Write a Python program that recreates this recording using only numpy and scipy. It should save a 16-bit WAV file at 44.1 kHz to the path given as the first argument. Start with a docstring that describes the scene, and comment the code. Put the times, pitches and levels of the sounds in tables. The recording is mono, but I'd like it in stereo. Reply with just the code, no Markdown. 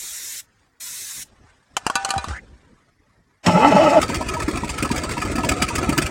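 """An open timber shed in the cold: an aerosol can hisses twice, drops on the engine cover and bounces.
The starter grinds on the flywheel, then a six-cylinder diesel chugs unevenly, one cylinder missing.
Jet, rustle and roar are shaped noise; the can and the metal parts are ringing modes; gas leaves in noisy puffs.
A phone with two microphone ports is held close by."""
import sys
import numpy as np
from scipy import signal
from scipy.fft import rfft, irfft, next_fast_len
from scipy.io import wavfile
from scipy.ndimage import map_coordinates

SR = 44100
rng = np.random.default_rng(int(sys.argv[2]) if len(sys.argv) > 2 else 0)


def wav_record(signal):
    """Record a signal, one row per channel, as 16-bit PCM in the file named by sys.argv[1]."""
    frames = np.transpose(np.atleast_2d(signal))
    bounded = np.clip(frames, -1, 1)
    # unit amplitude maps onto the largest positive 16-bit level
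    quanta = np.round(bounded * 32767).astype(np.int16)
    wavfile.write(sys.argv[1], SR, quanta)


N = 269010
T = np.arange(N) / SR  # seconds

# In every colour table density_db is the relative level per Hz; noise() sets the overall level.
# Presses of the nozzle: start_s, stop_s, jet_db
NOZZLE_PRESSES = [(-.1, 0.403, -34.5), (0.799, 1.231, -35)]
# Colour of the spray jet: freq_hz, density_db
JET_COLOUR = [(290, -64), (500, -17.5), (621, -19), (893, -14.5), (1000, -9), (1080, -13), (2190, -7.5),
              (4870, -5.5), (5160, -2.5), (5710, -3.5), (7100, -1.5), (13800, -12), (16000, -16.5)]
OPEN_S, CLOSE_S = 0.0093, 0.0073  # the nozzle valve opening and closing
DRIBBLE_S, DRIBBLE_DB = .06, -17.5  # weak dribble after release, level against the jet

# Low stir of air: time_s, level_db
AIR_LEVEL = [(0.0, -54.5), (0.6, -63), (0.86, -60.5), (1.32, -55), (1.66, -60), (1.82, -52.5), (2.27, -49),
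             (2.39, -46.5), (2.67, -54.5), (2.78, -62.5), (3.01, -63.5), (3.36, -60), (3.44, -70.5)]
# Colour of that stir: freq_hz, density_db
STIR_COLOUR = [(15, -39), (25, 8.5), (136, -1), (163, -6), (248, -4), (494, -14), (900, -24.5),
               (1170, -41.5), (1980, -120)]
# Colour of the far hiss: freq_hz, density_db
HISS_COLOUR = [(290, -51), (500, -10.5), (652, -8), (707, -8), (1070, -5), (1470, -7.5), (1870, -1.5),
               (2850, -18.5), (5190, -16), (12000, -28.5), (15600, -68.5), (22000, -120)]
# Sleeve, and the can scraping as it rolls: time_s, level_db
RUSTLE_LEVEL = [(.43, -69), (.55, -71), (.63, -66), (.69, -74), (.72, -110), (1.22, -62), (1.42, -67),
                (1.48, -58.5), (1.56, -67.5), (1.7, -68.5), (1.8, -54.5), (1.94, -43.5), (2.1, -41.5),
                (2.26, -45), (2.3, -38.5), (2.38, -51), (2.393, -62.5), (2.9, -71.5)]
# Colour of cloth and scrape: freq_hz, density_db
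CLOTH_COLOUR = [(150, -59), (400, -9), (800, -6), (1570, -4), (2200, -11.5), (2800, -12.5), (8570, -19),
                (11000, -40.5), (15000, -60.5)]
# Soft bumps on the cover: start_s, level_db, pitch_hz (once settled), t60_s
SOFT_BUMPS = [(1.228, -53, 70, 0.15), (1.441, -41, 69, 0.14), (2.165, -23, 70, 0.18),
              (2.275, -22.5, 70, 0.084), (2.297, -20.5, 59.6, 0.2), (2.528, -36.5, 50.6, 0.23)]

# The can meets the cover: start_s, crack_db, clang_db, hum_db, ring_db, thud_db, wall_snap_hz
BOUNCES = [(1.7676, -11, -6.5, -50, -38, -39, 3040), (1.8658, -11.5, -2.5, -50.5, -31.5, -31.5, 2800),
           (1.8996, -17, -8.5, -37.5, -37, -47.5, 3220), (1.955, -9, -9, -23, -15.5, -21.5, 3380),
           (2.0484, -13, -3.5, -26, -29, -45.5, 4350), (2.0905, -22, -15.5, -33.5, -30, -36.5, 4400),
           (2.1055, -10, -6.5, -27, -22.5, -39, 4300), (2.1385, -29, -16, -21.5, -32.5, -30, 3380),
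           (2.1605, -39.5, -21.5, -19.5, -40, -27.5, 3400), (2.1796, -21, -14, -39, -22.5, -25, 3360),
           (2.2424, -25, -16, -46, -33, -27.5, 3600), (2.2846, -27, -24, -51, -45, -27.5, 3360),
           (2.3098, -45.5, -19, -46, -53, -30, 3400)]
# Modes of the can, humming one first: pitch_hz, level_db, t60_s (before the cover damps the others)
CAN_MODES = [(785, 2.5, .8), (956, -6.5, 0.33), (1195, -6.5, 0.14), (1270, -19.5, 0.23), (1490, -8, 0.22),
             (1744, -13.5, 0.48), (2430, -12.5, 0.19), (2660, -17.5, 0.16), (3400, -16.5, 0.12),
             (3970, -7, 0.07), (4600, -13.5, 0.07), (4829, -31.5, .08), (6400, -15, 0.053)]
# Colour of the contact crack: freq_hz, density_db
CRACK_COLOUR = [(1060, -27.5), (1800, -5.5), (3030, -4), (3610, -23.5), (4790, -1.5), (5490, -9),
                (6130, -6), (8130, -7.5), (9080, -9.5), (16000, -40)]
# Colour of the clang: freq_hz, density_db
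CLANG_COLOUR = [(240, -60.5), (400, -42.5), (629, 4), (791, 4), (1440, -1), (2060, -29), (2500, -27),
                (3250, -53.5), (5500, -120)]
SNAP_DB, CRACK_TAIL_DB = -4, -26  # against the crack
SHELL_T60 = 0.95  # s, extra damping of the shell on the cover
SLIDE_START_S, SLIDE_STOP_S = 2.29, 2.392  # the rim slides ever faster
SQUEAK_FROM_HZ, SQUEAK_TO_HZ, SQUEAK_END_DB = 1200, 2000, -37  # nominal glide and final level

# Starter, tones against the grind: time_s, tooth_rate_hz, grind_db, tooth_tone_db, octave_db
STARTER = [(3.425, 150, -65, -10, -15), (3.455, 160, -26, -20, -25), (3.485, 180, -10, -5, -25),
           (3.52, 170, -18, -14, -18), (3.555, 171, -15, 3, -22), (3.6, 225, -16, -16, -12),
           (3.66, 293, -12, -2, -25), (3.695, 286, -16, 0, -20), (3.725, 200, -13, -14, -25),
           (3.755, 194, -17, 6, -8), (3.78, 270, -14, -22, -18), (3.8, 308, -15, -12, 6),
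           (3.825, 331, -15, -7, 2), (3.87, 299, -14, -11, -3), (3.9, 262, -19, -2, -12),
           (3.935, 352, -17, -25, 0), (3.955, 350, -18, -14, -2), (3.972, 312, -18, -5, 7),
           (3.99, 308, -15, -4, 4)]
# Resonances of the flywheel housing: freq_hz, width_hz, level_db
HOUSING_MODES = [(286, 85, -10), (603, 43.4, 1.5), (861, 32.4, 3), (1154, 20, -6), (1306, 29, -4.5),
                 (2050, 99, -17.5), (2160, 27, -36), (2560, 55, -14), (3000, 57, -19)]
# Colour of the loose grinding: freq_hz, density_db
GRIND_COLOUR = [(24, -64), (40, -16), (285, -4), (464, -16), (614, -9), (877, -11), (1040, -20),
                (1300, -19), (2590, -29.5), (3500, -31), (4550, -37), (7700, -120)]
# Colour of the motor whine and screech: freq_hz, density_db
WHINE_COLOUR = [(1470, -13), (2500, -9), (3010, -12), (3520, -21.5), (4910, -16.5), (5440, -10),
                (5870, -19), (7530, -16), (12100, -41), (12400, -34), (14700, -43), (15600, -47),
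                (16000, -64.5)]
WHINE_DB, ENGAGE_S, SCREECH_DB = -32, 3.462, -7  # the pinion engages with a short screech
RELEASE_S = 3.995  # the starter stops

FIRST_S, CYCLE_S = 3.96, .2675  # first missed firing, length of one engine cycle
# Roar between firings: freq_hz, density_db
ROAR_COLOUR = [(15, -36), (25, -31), (64, 6), (190, -5.5), (326, 1), (451, -4.5), (714, -3.5), (796, -8),
               (1160, -9.5), (1290, 1.5), (1480, -19), (2410, -15.5), (3520, -26.5), (8360, -27),
               (16000, -76.5)]
# Exhaust thumps: share_of_cycle, level_db (before a random spread)
CYLINDERS = [(.19, -17.5), (0.35, -18.5), (.5, -25.5), (.66, -20), (0.842, -12.5)]
# Exhaust puffs: time_s, hiss_db, block_ring_db, bark_db, hiss_t60_s
PUFFS = [(4.0167, -12.5, -32, -23, 0.045), (4.0283, -15.5, -22, -31, 0.056),
         (4.0913, -16, -29, -20.5, 0.053), (4.13, -31, -25.5, -27, 0.045), (4.1444, -12, -26.5, -29, 0.041),
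         (4.159, -16, -31, -27, 0.042), (4.2099, -21, -25, -21.5, 0.04), (4.2653, -25.5, -34, -28, 0.045),
         (4.2865, -16.5, -25, -27, 0.057), (4.3387, -15.5, -20, -25, 0.036),
         (4.401, -18, -21.5, -43, 0.036), (4.4218, -16, -37, -38, 0.051), (4.4828, -17, -20, -19, 0.036),
         (4.5361, -30.5, -25.5, -23.5, 0.033), (4.5737, -15, -25.5, -24, 0.04),
         (4.6342, -26.5, -54, -24, 0.045), (4.6469, -23.5, -53, -35, 0.045),
         (4.6796, -26.5, -26, -40, 0.031), (4.6919, -16.5, -31, -28.5, 0.066),
         (4.761, -28, -45, -43, 0.026), (4.783, -11, -27, -33, 0.034), (4.8263, -10, -30.5, -18, 0.034),
         (4.8494, -15.5, -19.5, -27, 0.042), (4.9138, -13.5, -26.5, -18, 0.045),
         (4.9455, -24, -30, -25, 0.04), (4.9612, -10.5, -40, -29, 0.039),
         (4.9789, -16.5, -24.5, -24, 0.045), (5.0351, -19, -26, -23, 0.057),
         (5.0914, -18.5, -27.5, -25, 0.045), (5.1124, -15.5, -32.5, -28.5, 0.045),
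         (5.1707, -22.5, -28, -41, 0.028), (5.1799, -17, -39, -24, 0.025), (5.2179, -14, -20.5, -27, 0.039),
         (5.252, -12, -30, -21.5, 0.027), (5.3155, -17, -33.5, -30, 0.039), (5.3559, -14, -28, -20, 0.038),
         (5.3822, -17, -20, -21, 0.045), (5.4332, -22, -33, -34, 0.045), (5.4463, -14.5, -28, -19, 0.045),
         (5.4896, -7, -29, -22, 0.04), (5.5155, -12.5, -20.5, -19, 0.04),
         (5.6177, -14.5, -19, -24.5, 0.045), (5.622, -11, -31, -16, 0.067),
         (5.6839, -17.5, -26, -29, 0.074), (5.7545, -8, -31, -22.5, 0.045),
         (5.7828, -13.5, -22, -20.5, 0.037), (5.8299, -19, -20.5, -19.5, 0.045),
         (5.892, -8.5, -29.5, -14.5, 0.04), (5.925, -14.5, -21, -22.5, 0.037),
         (5.9794, -4, -22, -15, 0.038), (6.0179, -12, -39, -23, 0.057), (6.0604, -16.5, -27.5, -26, 0.045)]
# Colour of the puff hiss: freq_hz, density_db
PUFF_COLOUR = [(880, -57), (1500, -2), (1670, -9.5), (2460, 0.5), (3220, -5), (4200, -19), (4690, -2),
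               (5940, -14), (8240, -9.5), (11100, -23.5), (12700, -34.5), (15100, -27), (16000, -32)]
# Colour of the bright edge on a puff: freq_hz, density_db
EDGE_COLOUR = [(5000, -60), (9000, -3), (12000, -3.5), (16000, -1)]
# Colour of the bark: freq_hz, density_db
BARK_COLOUR = [(71, -49), (120, 5.5), (172, 1), (322, 2), (447, -12), (711, -3.5), (820, -33), (900, -14),
               (1170, -36), (1980, -120)]
# Resonances of the engine block: freq_hz, width_hz, level_db
BLOCK_MODES = [(730, 15, -2.5), (990, 170, -3.5), (1281, 35, 4), (1708, 27, -7), (2430, 94, -16),
               (4590, 150, -20.5)]
EDGE_DB, EDGE_GROWS = -5, 1.92  # harder puffs are brighter: offset, dB of edge per dB of hiss
KNOCK_GAIN_DB, BARK_GAIN_DB = 25.5, 7  # noise drive over the ring and over the pressure front
VALVE_SHARE, VALVE_DB = .52, -16.5  # a valve pings once a cycle: share of cycle, level

TOP_HZ = 16000  # upper band limit of the phone
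PHASE_CAP_HZ = 5690  # phase offset between left and right stays constant above this


def amp(db):
    """Decibels to linear gain."""
    return 10 ** (np.asarray(db) / 20)


def unit(x):
    """Scale to rms 1."""
    return x / np.sqrt(np.mean(x ** 2) + 1e-20)


def ramp(start, stop):
    """0 before start, 1 after stop."""
    return np.clip((T - start) / (stop - start), 0, 1)


def level_curve(rows):
    """Level in dB at every sample, near silence outside the table."""
    times, db = np.transpose(rows)
    return np.interp(T, times, db, -120, -120)


def filtered(x, response):
    """Shape x by a complex response of frequency."""
    m = next_fast_len(N + 8192)
    return irfft(rfft(x, m) * response(np.fft.rfftfreq(m, 1 / SR)), m)[..., :N]


def noise(colour):
    """Noise of rms 1 with the given colour, interpolated along log frequency."""
    f, db = np.transpose(colour)
    white = rng.standard_normal(N)
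    return unit(filtered(white, lambda hz: amp(np.interp(np.log(hz + 1), np.log(f), db))))


def modes(table):
    """Causal response of a resonant body, its modes alternating in sign."""
    def response(f):
        return sum((-1) ** k * amp(db) * 1j * f * width / (centre ** 2 - f * f + 1j * f * width)
                   for k, (centre, width, db) in enumerate(table))
    return response


def wobble(rate):
    """A smooth random curve with rate knots a second."""
    knots = rng.standard_normal(int(N * rate / SR) + 4)
    return map_coordinates(knots, [T * rate])


def bursts(times, db, t60, attack):
    """Sum of envelopes that rise quickly and die away, each held for a quarter second."""
    out, t = np.zeros(N + SR), np.arange(SR // 4) / SR
    for start, level, life in np.broadcast(times, db, t60):
        envelope = amp(level - 60 * t / life) * (1 - np.exp(-t / attack))
        out[round(start * SR):][:len(t)] += envelope
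    return out[:N]


def thump(start, db, hz, t60, drop):
    """A decaying push whose pitch starts high by about the share drop and settles on hz."""
    out, t = np.zeros(N + SR), np.arange(SR // 4) / SR
    bent_time = t + drop * 0.0053 * (1 - np.exp(-t / 0.0055))
    out[round(start * SR):][:len(t)] = amp(db - 60 * t / t60) * np.sin(2 * np.pi * hz * bent_time)
    return out[:N]


def ports(x, lag, left_db, wet_db):
    """Left port hears late by lag seconds; diffuse scatter differs by port, redrawn for every short piece."""
    hop = 1536
    steps, t = N // hop + 2, np.arange(hop) / SR
    padded = np.pad(x, (hop, 3 * hop))
    windows = np.lib.stride_tricks.sliding_window_view(padded, 2 * hop)[::hop][:steps]
    pieces = windows * np.hanning(2 * hop)
    # a fresh decaying noise tail for every piece and port
    tails = rng.standard_normal((2, steps, hop)) * amp(-60 * t / 0.046)
    tails /= np.linalg.norm(tails, axis=2, keepdims=True)
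    heard = signal.fftconvolve(pieces[None], tails, axes=2)
    wet = np.zeros((2, (steps + 3) * hop))
    for k in range(steps):
        wet[:, k * hop:k * hop + heard.shape[2]] += heard[:, k]
    # the scatter gains treble
    wet = filtered(wet[:, hop:hop + N],
                   lambda f: 0.3 + .8j * f / (500 + 1j * f) + .7 * (f / TOP_HZ) ** .5)
    # half the lag goes to each port, in opposite directions
    side = np.array([[1], [-1]])
    direct = filtered(x, lambda f: np.exp(-1j * np.pi * np.minimum(f, PHASE_CAP_HZ) * lag * side))
    return (direct + amp(wet_db) * wet) * amp([[left_db / 2], [-left_db / 2]])


def spray():
    """Turbulent jet: coloured noise gated by the nozzle, sputtering a little."""
    level = np.zeros(N)
    for start, stop, db in NOZZLE_PRESSES:
        jet = 1 - ramp(stop, stop + CLOSE_S)
        dribble = amp(DRIBBLE_DB) * (1 - ramp(stop, stop + DRIBBLE_S))
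        level += amp(db) * ramp(start, start + OPEN_S) * (jet + dribble)
    return level * amp(0.2 * wobble(43)) * noise(JET_COLOUR)


def air():
    """Low stir of air over a faint far hiss, both wavering noise."""
    stir = amp(level_curve(AIR_LEVEL) + 3.7 * wobble(24.94)) * noise(STIR_COLOUR)
    far_hiss = amp(-70.5 + 0.91 * wobble(13)) * noise(HISS_COLOUR)
    return stir + far_hiss


def rustle():
    """Friction of sleeve and rolling can: noise with a quick flutter in level."""
    return amp(level_curve(RUSTLE_LEVEL) + 1.1 * wobble(70)) * noise(CLOTH_COLOUR)


def soft_bumps():
    """Soft bumps on the cover: low pushes that fall in pitch."""
    return sum(thump(start, db, hz, t60, drop=1.7) for start, db, hz, t60 in SOFT_BUMPS)


def can():
    """Contacts crack, snap, clang and thud; the shell rings, wavering as it rolls, until the next contact."""
    start_s, crack_db, clang_db, hum_db, ring_db, thud_db, snap_hz = np.transpose(BOUNCES)
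    crack = bursts(start_s, crack_db, 0.012, attack=0.00028)
    crack += bursts(start_s, crack_db + CRACK_TAIL_DB, 0.084, attack=0.00063)
    hits = crack * noise(CRACK_COLOUR)
    hits += bursts(start_s, clang_db, 0.015, attack=0.00035) * noise(CLANG_COLOUR)
    for start, db, hz in zip(start_s, crack_db, snap_hz):
        hits += thump(start, db + SNAP_DB, hz, 0.018, drop=0)

    rings = np.zeros(N)
    rolling_time = T + 0.00007 * wobble(60)  # its unevenness wavers the pitch
    stop_s = np.append(start_s[1:], start_s[-1] + .07)
    for start, stop, hum, ring, thud in zip(start_s, stop_s, hum_db, ring_db, thud_db):
        span = slice(round(start * SR), round((stop + 0.0055) * SR))
        t = T[span] - start
        shell = [amp(db - 60 * t / t60) * np.sin(2 * np.pi * hz * rolling_time[span])
                 for hz, db, t60 in CAN_MODES]
        # each contact excites the upper modes in a different balance
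        balance = amp(ring + rng.normal(0, 3, len(CAN_MODES) - 1))
        tone = amp(hum) * shell[0] + balance @ shell[1:] * amp(-60 * t / SHELL_T60)
        fade = np.clip(np.minimum(t, t[-1] - t) / 0.0018, 0, 1)
        rings[span] += tone * fade
        hits += thump(start, thud, 90, 0.032, drop=3.3)
    return hits, rings


def squeak():
    """The sliding rim squeaks: a jittery rising tone that swells and stops."""
    slide = ramp(SLIDE_START_S, SLIDE_STOP_S)
    hz = SQUEAK_FROM_HZ * (SQUEAK_TO_HZ / SQUEAK_FROM_HZ) ** slide * (1 + 0.12 * wobble(700))
    level = amp(SQUEAK_END_DB + 2.4 * wobble(150)) * slide ** .3 * (T < SLIDE_STOP_S)
    return level * np.sin(2 * np.pi * np.cumsum(hz) / SR)


def starter():
    """The pinion clunks in; gear teeth strike at an uneven, surging rate and shake the housing."""
    time_s, *columns = np.transpose(STARTER)
    hz, grind_db, tone_db, octave_db = (np.interp(T, time_s, c) for c in columns)
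    on = (T > time_s[0]) * (1 - ramp(RELEASE_S - .004, RELEASE_S))
    on_rms = np.sqrt(np.mean(on))
    turn = np.cumsum(hz * (1 + .015 * wobble(120))) / SR
    slop = .07 * wobble(300)  # play between the teeth, in tooth spacings
    passed = np.maximum(np.diff(np.floor(turn + slop), prepend=0), 0)
    teeth = passed * amp(4.8 * rng.standard_normal(N))
    drive = (unit(teeth) + .8 * rng.standard_normal(N)) * on
    struck = unit(filtered(drive, modes(HOUSING_MODES)))
    grind = unit(struck + 0.46 * noise(GRIND_COLOUR) * on / on_rms) * on_rms
    tone = amp(grind_db + tone_db + 0.78 * wobble(60)) * np.sqrt(2) * np.sin(2 * np.pi * turn)
    tone += amp(grind_db + octave_db + 1.45 * wobble(60)) * np.sqrt(2) * np.sin(4 * np.pi * turn)
    clunk = thump(3.468, -8.5, 96.8, 0.13, drop=2.24)
    whine = amp(WHINE_DB + 2.0 * wobble(70)) * ramp(3.43, ENGAGE_S)
    whine += bursts([ENGAGE_S], SCREECH_DB, 0.038, attack=0.0025)
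    return clunk + on * (tone + amp(grind_db + 0.86 * wobble(50)) * grind + whine * noise(WHINE_COLOUR))


def roar():
    """Roar between firings: wavering noise once the starter stops."""
    return amp(-28 + 2.9 * wobble(35)) * noise(ROAR_COLOUR) * (T > RELEASE_S)


def cylinder_thumps():
    """Five low thumps and a gap per engine cycle, each of slightly different strength."""
    out = np.zeros(N)
    for start in np.arange(FIRST_S, N / SR, CYCLE_S):
        for share, db in CYLINDERS:
            at = start - .014 + share * CYCLE_S
            out += thump(at, db + rng.standard_normal(), 66, 0.073, drop=0.019)
    return out


def fine_crackle():
    """Fine random crackle within the engine noise: very short bursts of bright noise."""
    start_s, db = rng.uniform([4, -10], [6.09, 0], (360, 2)).T
    return amp(-26.5) * bursts(start_s, db, 0.011, attack=.0004) * noise(PUFF_COLOUR)


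def exhaust_puffs():
    """Gas leaves in hissing, barking puffs, each with a pressure front and a knock that rings the block."""
    s, hiss_db, ring_db, bark_db, t60 = np.transpose(PUFFS)
    flutter = amp(2.5 * wobble(300))  # gas leaves in ragged lumps
    out = bursts(s - .002, hiss_db, t60, attack=0.0054) * flutter * noise(PUFF_COLOUR)
    edge_db = EDGE_DB + EDGE_GROWS * hiss_db
    out += bursts(s - .002, edge_db, 0.025, attack=0.004) * flutter * noise(EDGE_COLOUR)
    out += bursts(s - .004, bark_db + BARK_GAIN_DB, 0.083, attack=0.0082) * noise(BARK_COLOUR)
    for at, db, hz in zip(s, bark_db, rng.uniform(236, 283, len(s))):  # pressure front
        out += thump(at - .003, db, hz, 0.078, drop=0.2)
    knocks = bursts(s - .002, ring_db + KNOCK_GAIN_DB, 0.074, attack=0.00124) * rng.standard_normal(N)
    out += filtered(knocks, modes(BLOCK_MODES))
    for at, db, hz in zip(s, ring_db, rng.normal(1290, 20, len(s))):  # the strongest block mode sings on
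        out += thump(at - .003, db, hz, .1, drop=0)
    return out


def valve():
    """Short rings of one stiff part, swelling over a few milliseconds, once a cycle."""
    s = np.arange(FIRST_S + VALVE_SHARE * CYCLE_S, N / SR, CYCLE_S)
    return bursts(s, VALVE_DB, 0.062, attack=0.002) * np.sin(2 * np.pi * 958 * T)


def scene():
    """Place every source between the two ports and mix."""
    jet = ports(spray(), lag=.00052, left_db=-1.1, wet_db=-4)
    surroundings = ports(air() + rustle() + soft_bumps() + squeak(), lag=.0001, left_db=-0.5, wet_db=3.5)
    hits, rings = can()
    near_right = ports(hits, lag=0.000692, left_db=-2.0, wet_db=-3.0)
    near_right += ports(rings, lag=0.00073, left_db=-11.5, wet_db=-17.5)
    machinery = ports(starter() + valve(), lag=-0.000037, left_db=-0.9, wet_db=-4)
    diesel = roar() + cylinder_thumps() + fine_crackle() + exhaust_puffs()
    exhaust = ports(diesel, lag=.0005, left_db=-1.2, wet_db=-3)
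    return jet + surroundings + near_right + machinery + exhaust


def record(dry):
    """The phone cuts deep bass, rounds off the highest peaks and keeps nothing above its band limit."""
    x = filtered(dry, lambda hz: (1j * hz / (35 + 1j * hz)) ** 2)
    x = x / (1 + np.abs(x / .95) ** 5) ** (1 / 5)
    return filtered(x, lambda hz: hz < TOP_HZ)


dry = scene()
out = record(dry)
wav_record(out)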